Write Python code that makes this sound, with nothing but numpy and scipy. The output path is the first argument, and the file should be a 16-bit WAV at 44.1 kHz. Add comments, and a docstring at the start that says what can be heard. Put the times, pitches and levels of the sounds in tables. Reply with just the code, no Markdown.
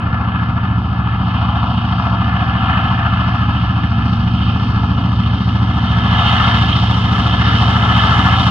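"""Two diesel locomotives at full load climb a grade across a wide field and slowly grow louder.
From the start uneven firings ring the exhausts, the rear engine runs slower and hunts; stack gas puffs and cracks
after each firing, over a gear drone, wavering crank orders, a sinking hum and a low rumble.
The hum stands out in spells from 4.5 s; near 5.3 s the engines leave the tree line and the roar changes colour.
Throughout, the two ports of a small camera colour the treble differently."""
import sys
import numpy as np
from scipy import signal
from scipy.fft import rfft, irfft, next_fast_len
from scipy.io import wavfile
from scipy.ndimage import uniform_filter1d, minimum_filter1d, map_coordinates

SR = 44100
rng = np.random.default_rng(int(sys.argv[2]) if len(sys.argv) > 2 else 0)


def file_out(sig):
    """Save sig as 16-bit WAV at sys.argv[1]."""
    # one column per channel
    cols = np.atleast_2d(sig).T
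    # limit, then scale
    lim = np.clip(cols, -1, 1)
    pcm = np.round(lim * 32767).astype(np.int16)
    wavfile.write(sys.argv[1], SR, pcm)


def decibels_to_gain(level_db):
    """Convert a level in decibels to a linear amplitude gain (20 dB per decade)."""
    exponent = np.asarray(level_db, float) / 20
    return 10 ** exponent


N = 374850
TIME = np.arange(N) / SR
SIZE = next_fast_len(N + SR)
HZ = np.arange(SIZE // 2 + 1) * SR / SIZE + 1e-3  # offset keeps the logarithm finite

# Front crank speed. Each row: time in seconds, speed in turns per second.
FRONT_SPEED = [(0.0, 13.936), (1.0, 14.034), (2.0, 14.035), (3.0, 14.031), (4.0, 14.041), (5.0, 14.046),
               (6.0, 14.05), (7.0, 14.035), (8.5, 14.043)]
# Rear crank speed; its governor hunts. Each row: time in seconds, speed in turns per second.
REAR_SPEED = [(0, 13.76), (1, 13.75), (2, 13.66), (3, 13.61), (4, 13.55), (5, 13.57), (6, 13.78), (7, 13.8),
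              (8.5, 13.76)]
# Mean firings of one crank turn. Each row: crank angle in degrees, strength in dB.
FIRINGS = [(76.0, -14.5), (98.8, -6.2), (141.3, -3.7), (156.8, -2.3), (196.6, -15.5), (278.1, 0.0),
           (331.2, -3.4), (351.0, -2.1)]
# Exhaust resonances. Each row: frequency in Hz, width in Hz, relative front level in dB, same for rear in dB.
PIPE = [(70.1, 9.5, 7.5, 3.5), (110.8, 15.35, 9.5, -2), (178.6, 18.4, 3, 2), (286.7, 6.7, -9.5, -19.5)]
# Exhaust level as the train comes nearer.
EXHAUST_START_DB, EXHAUST_DB_PER_S = -18, 0.49
# Bass delay at the left port against the right, shrinking as the train comes round to the front.
LAG_START_S, LAG_END_S = 1.3e-4, 4.5e-5

# Roar level before swells.
ROAR_BASE_DB = -25
# Centres of the roar ranges. Each entry: frequency in Hz.
ROAR_HZ = (1000, 1800, 3000, 5000, 8000)
# Once-a-turn surge of gas. Each entry: depth from 0 to 1, one per roar range.
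THROB_DEPTH = (.24, .14, .07, .12, .15)
# How freely the roar passes trees and houses. Each row: time in seconds, level in dB.
CLEAR = [(0, 0.5), (.4, 2.5), (.85, -1), (1.25, 2.5), (1.55, 7.5), (2.1, 4.5), (2.75, 6), (3.3, 4.5),
         (4.1, -0.5), (4.55, 0), (5.2, -2.5), (5.75, -0.5), (6.3, 9.5), (6.55, 7), (6.85, 2.5), (7.25, 4),
         (7.5, 3.5), (7.75, 5.5), (8.0, 9.5), (8.5, 7)]
# Roar ranges. Each row: factor on the CLEAR level, start level in dB, gain in dB per second
# as the air path shortens.
RANGES = [(0.93, -0.45, 0.0931), (1.14, -1, 0.2443), (0.9, -8, 1.2856), (.35, -9.5, 1.75), (0.65, -22.5, 4)]
# Flares and sinks of single ranges, keyed by range centre in Hz.
# Each row: centre in seconds, length in seconds, change in dB.
FLARES = {1800: [(0, .3, 5), (1.7, .6, -9.5), (2.75, 0.17, 3.5), (7.5, 0.16, 7)], 3000: [(1.5, 0.2, 1.5),
          (4.45, 0.28, 3), (5.25, .3, 3.5), (6.6, 0.96, 4), (7.5, 0.26, 4.5)], 5000: [(2.05, 0.33, 4),
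          (6.6, .6, 4.5), (7.55, .3, 2.5)], 8000: [(6.6, 0.99, 5), (7.6, 0.46, 1.5)]}
# Roar through the microphone ports. Each row: frequency in Hz, left level in dB, right level in dB.
PORTS = [(587, -20.5, -26.5), (720, -10.5, -6.5), (1076, -6, -15.5), (1305, -1.5, -7.5), (1738, -9.5, -8),
         (1910, -19.5, -16), (2690, -24.5, -11), (3112, -14, -8), (3840, -20, -25.5), (3900, -29, -27.5),
         (5290, -27.5, -23), (6170, -40, -58.5), (8700, -59, -56.5), (9600, -57.5, -57)]
# Narrow dips and peaks from the camera body.
# Each row: centre in Hz, Gaussian sigma in Hz, left change in dB, right change in dB.
DIPS = [(1482, 59, -7, -20), (1899, 61, -8, -20), (2084, 24, -9, -5.5), (2291, 80, -9.5, -18.5),
        (2720, 50, -2.5, -1.5), (3354, 110, -1.5, -8.5), (3880, 50, -2, -2), (4550, 350, 5, -5),
        (5105, 150, -12, -3), (6250, 150, -3, -2.5)]
# Between the ports. Each row: frequency in Hz, lead of the right port in radians, likeness from 0 to 1.
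LEAD = [(300, 0, 1), (1000, 0, .98), (1250, .7, .96), (1420, .4, .92), (1470, 3, .92), (1750, 1.8, .98),
        (1930, 2.4, .9), (2250, -.5, .93), (2480, 1.5, .95), (3340, -.4, .9), (3440, 1.4, .85),
        (4400, 1.1, .85), (4800, 2.7, .55), (7000, 4.2, .6)]
# Colour change on leaving the tree line. Each row: frequency in Hz, change in dB.
OPEN = [(650, 1.5), (1000, 1), (1600, -0.16), (2050, 5), (2500, -4), (3000, 1), (3700, 3), (4700, -1.5),
        (6500, 1), (9000, -1.5)]
OPEN_S, OPENING_S = 5.33, 0.45  # midpoint and tanh time scale

# Steady gear tone. Entries: frequency in Hz, level in dB against the exhaust level curve.
GEAR = (229.35, -13)
# Crank orders that sing out of the roar. Each entry: multiple of the front crank speed.
HIGH_ORDERS = (49, 55, 59, 66)
# Their mean levels. Each entry: dB against the roar base plus the lowest range's swell.
HIGH_DB = (-21, -18, -25, -29)
HUM_START_HZ, HUM_HZ_PER_S = 444.5, -2.8
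HUM_BED_DB, HUM_EDGE_S = -56.5, 0.057
# Spells where the hum stands out. Each row: start in seconds, length in seconds, added amplitude in dB.
HUM_SPELLS = [(4.546, 0.42, -43), (5.158, 0.37, -48), (5.953, 0.83, -45.5), (6.9, 0.33, -42),
              (7.45, .45, -38.5), (8.048, 0.19, -38.5)]

# Spectrum of rolling stock, fans and far echoes. Each row: frequency in Hz, relative density in dB per Hz.
RUMBLE = [(20, -20.5), (45, -5), (62, 0), (80, -4.5), (125, 0.5), (200, -7), (250, -5), (300, -10),
          (350, -17), (420, -26.5), (560, -22), (700, -36)]
RUMBLE_DB = -9  # against the exhaust level curve
# Swells of the upper rumble. Each row: centre in seconds, length in seconds, change in dB.
UPPER_SWELLS = [(0, 0.73, 5.5), (1.6, .9, -9), (3.4, 1.3, -7.5), (7.5, 1.6, 6)]
FLOOR_DB, SOUND_END_HZ = -83.5, 10250


def curve(table):
    """Columns of a time table, one value per sample."""
    seconds, *columns = np.transpose(table)
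    return [np.interp(TIME, seconds, column) for column in columns]


def along(table):
    """Columns of a frequency table, one value per bin, on a log frequency axis."""
    hz, *columns = np.transpose(table)
    return [np.interp(np.log(HZ), np.log(hz), column) for column in columns]


def shape(x, response):
    """Filter by a complex response."""
    return irfft(rfft(x, SIZE) * response, SIZE)[..., :N]


def unit(x):
    """Scale to rms 1."""
    return x / np.sqrt(np.mean(x ** 2))


def walk(rate_hz):
    """Random levels held 1 / rate_hz and slewed twice; spread near 1."""
    hold = int(SR / rate_hz)
    steps = np.repeat(rng.standard_normal(N // hold + 1), hold)
    return 1.31 * uniform_filter1d(uniform_filter1d(steps, hold), hold)[:N]


def swells(table):
    """Sum of bell-shaped changes in dB; half a length from the centre each falls to 1/e."""
    return sum(db * np.exp(-4 * ((TIME - s) / length_s) ** 2) for s, length_s, db in table)


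def crank():
    """Angle of the front crank in radians, the integral of its speed."""
    return 2 * np.pi * np.cumsum(curve(FRONT_SPEED)[0]) / SR


def firings(speed, scatter_db, scatter_deg):
    """A click per firing at its crank angle; no two burns are quite alike."""
    turn = np.cumsum(curve(speed)[0]) / SR
    turns = int(turn[-1])
    angle_deg, db = np.transpose(FIRINGS)
    chance = rng.standard_normal((2, turns, len(FIRINGS)))
    when = np.arange(turns)[:, None] + (angle_deg + scatter_deg * chance[0]) / 360
    place = np.interp(when.ravel(), turn, np.arange(N))
    strength = decibels_to_gain(db + scatter_db * chance[1]).ravel()
    # split each click between the two nearest samples
    share = place % 1
    samples = np.r_[place, place + 1].astype(int)
    return np.bincount(samples, np.r_[strength * (1 - share), strength * share], N + 2)[:N]


def exhaust(clicks, level_column):
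    """Firings ring the pipe; the open stack radiates little deep bass and the silencer takes the treble."""
    ring = 0
    for k, row in enumerate(PIPE):
        s, damp = 1j * HZ / row[0], row[1] / row[0]
        resonance = damp * s / (1 + damp * s + s * s)
        ring = ring + (-1) ** k * decibels_to_gain(row[level_column]) * resonance  # neighbours in opposite phase
    s = 1j * HZ / 90
    stack = s * s / (1 + np.sqrt(2) * s + s * s)
    silencer = 1 / (1 + (HZ / 480) ** 4)
    return unit(shape(clicks, ring * stack * silencer))


def bass_at_ports(low):
    """The left port hears the bass late and slightly softer."""
    half_lag = np.linspace(LAG_START_S, LAG_END_S, N) * SR / 2
    return np.array([decibels_to_gain(-.2 * side) * map_coordinates(port, [np.arange(N) - side * half_lag], mode="mirror")
                     for port, side in zip(low, (1, -1))])


def turbo_whistle():
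    """The turbocharger whistles far up in the treble, wavering in pitch and level."""
    level = decibels_to_gain(-16 + 4 * walk(9))
    hz = 9790 + 12 * walk(6)
    return level * np.sin(2 * np.pi * np.cumsum(hz) / SR)


def through_ports(shared, apart):
    """Spectra at both ports: each colours the treble, with its own phase and partly its own noise."""
    left_db, right_db = along(PORTS)
    for hz, sigma_hz, left, right in DIPS:
        bell = np.exp(-((HZ - hz) / sigma_hz) ** 2 / 2)
        left_db, right_db = left_db + left * bell, right_db + right * bell
    lead, alike = along(LEAD)
    alike = np.clip(alike, 0, 1)
    bass_cut = np.clip((HZ / 560) ** 3, 0, 1)
    ports = bass_cut * decibels_to_gain(np.array([left_db, right_db])) * np.exp(.5j * np.array([-lead, lead]))
    common = np.sqrt(alike) * rfft(shared, SIZE)
    own = np.sqrt(1 - alike) * rfft(np.array(apart), SIZE)
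    return ports * (common + own)


def roar(clicks, swells_db):
    """Gas hiss puffs after each firing and the valve cracks; air and trees let each range through unevenly."""
    steady, puff_s, crack_db, shimmer_db = 2.6, .008, -12, 1.3
    puffs = signal.lfilter([1], [1, -np.exp(-1 / (puff_s * SR))], clicks)
    gate = steady + puffs / puffs.mean()
    # the engine housing smears each crack over some ms
    smear = rng.standard_normal(1500) * np.exp(-np.arange(1500) / 300)
    crack = decibels_to_gain(crack_db) * unit(signal.fftconvolve(clicks, smear)[:N])
    shared, *apart = (unit(gate * rng.standard_normal(N)) for _ in range(3))
    sound = through_ports(shared + crack + turbo_whistle(), apart)
    sound = sound * decibels_to_gain(ROAR_BASE_DB) / np.std(irfft(sound, SIZE)[:, :N])
    both = np.array([sound, sound * decibels_to_gain(along(OPEN)[0])])
    opened = (1 + np.tanh((TIME - OPEN_S) / OPENING_S)) / 2
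    out = 0
    for k, db in enumerate(swells_db):
        band = np.interp(np.log(HZ), np.log(ROAR_HZ), np.eye(len(ROAR_HZ))[k])
        hidden, clear = irfft(band * both, SIZE)[..., :N]
        surge = 1 + THROB_DEPTH[k] * np.cos(crank())
        level = surge * decibels_to_gain(db + shimmer_db * walk(16))
        out = out + level * (hidden + opened * (clear - hidden))
    return out


def gear_drone(exhaust_db):
    """A gear drones at fixed pitch, its level wavering."""
    level = decibels_to_gain(exhaust_db + GEAR[1] + 2.0 * walk(3.3))
    return np.sqrt(2) * level * np.sin(2 * np.pi * GEAR[0] * TIME)


def crank_orders(swell_db):
    """High multiples of the front crank speed, each wavering in level."""
    out = np.zeros(N)
    for multiple, db in zip(HIGH_ORDERS, HIGH_DB):
        level = decibels_to_gain(ROAR_BASE_DB + swell_db + db + 2.8 * walk(3.7))
        out = out + np.sqrt(2) * level * np.sin(multiple * crank())
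    return out


def sliding_hum():
    """A hum slides steadily down, earlier at the left port, and stands out in spells."""
    level = decibels_to_gain(HUM_BED_DB)
    for start_s, length_s, db in HUM_SPELLS:
        inside_s = np.minimum(TIME - start_s, start_s + length_s - TIME)
        level = level + decibels_to_gain(db) * np.clip(inside_s / HUM_EDGE_S + 1, 0, 1)
    hz = HUM_START_HZ + HUM_HZ_PER_S * TIME + .6 * walk(8)
    phase = 2 * np.pi * np.cumsum(hz) / SR
    ports = np.array([np.sin(phase + .7), np.sin(phase - .7)])
    return np.sqrt(2) * level * decibels_to_gain(1.5 * walk(7)) * ports


def rumble():
    """Low noise, nearly alike at both ports; its upper part comes and goes with the ground it crosses."""
    colour = decibels_to_gain(along(RUMBLE + [(SR / 2, -200)])[0])
    upper = np.clip((HZ - 320) / 80, 0, 1)
    noise = rng.standard_normal((2, N))
    lower_part = shape(noise, colour * (1 - upper))
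    upper_part = decibels_to_gain(swells(UPPER_SWELLS)) * shape(noise, colour * upper)
    mid, side = lower_part + upper_part
    return unit(mid + 0.15 * side * np.array([[1], [-1]]))


def scene():
    """Both engines, their roar, the tones and the rumble."""
    exhaust_db = EXHAUST_START_DB + EXHAUST_DB_PER_S * TIME
    clear_db = curve(CLEAR)[0]
    roar_db = [share * clear_db + db + db_per_s * TIME + swells(FLARES.get(hz, []))
               for hz, (share, db, db_per_s) in zip(ROAR_HZ, RANGES)]
    front = firings(FRONT_SPEED, scatter_db=0.36, scatter_deg=0.58)
    rear = firings(REAR_SPEED, scatter_db=3.0, scatter_deg=2.5)
    rear_db = -12.5 + 2.5 * walk(1.5)
    engines = decibels_to_gain(1.0) * exhaust(front, level_column=2) + decibels_to_gain(rear_db) * exhaust(rear, level_column=3)
    low = bass_at_ports(decibels_to_gain(exhaust_db) * (engines + decibels_to_gain(RUMBLE_DB) * rumble()))
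    gas = roar(front + rear, roar_db)
    return low + gas + gear_drone(exhaust_db) + crank_orders(roar_db[0]) + sliding_hum()


def limiter(x):
    """Ducks both channels briefly round peaks above 0.99."""
    room = np.minimum(1, .99 / (np.abs(x).max(axis=0) + 1e-9))
    return x * uniform_filter1d(minimum_filter1d(room, size=160), size=160)


def top_cut(x):
    """Nothing passes above the cut-off."""
    return signal.sosfilt(signal.butter(12, 15700, fs=SR, output="sos"), x)


def record(dry):
    """The sound ends near 10 kHz, a faint even noise floor lies under everything, the highest peaks are limited."""
    floor = rng.standard_normal(N) + .3 * rng.standard_normal((2, N))
    mix = limiter(shape(dry, HZ < SOUND_END_HZ) + decibels_to_gain(FLOOR_DB) * floor)
    return top_cut(mix)


dry = scene()
out = record(dry)
file_out(out)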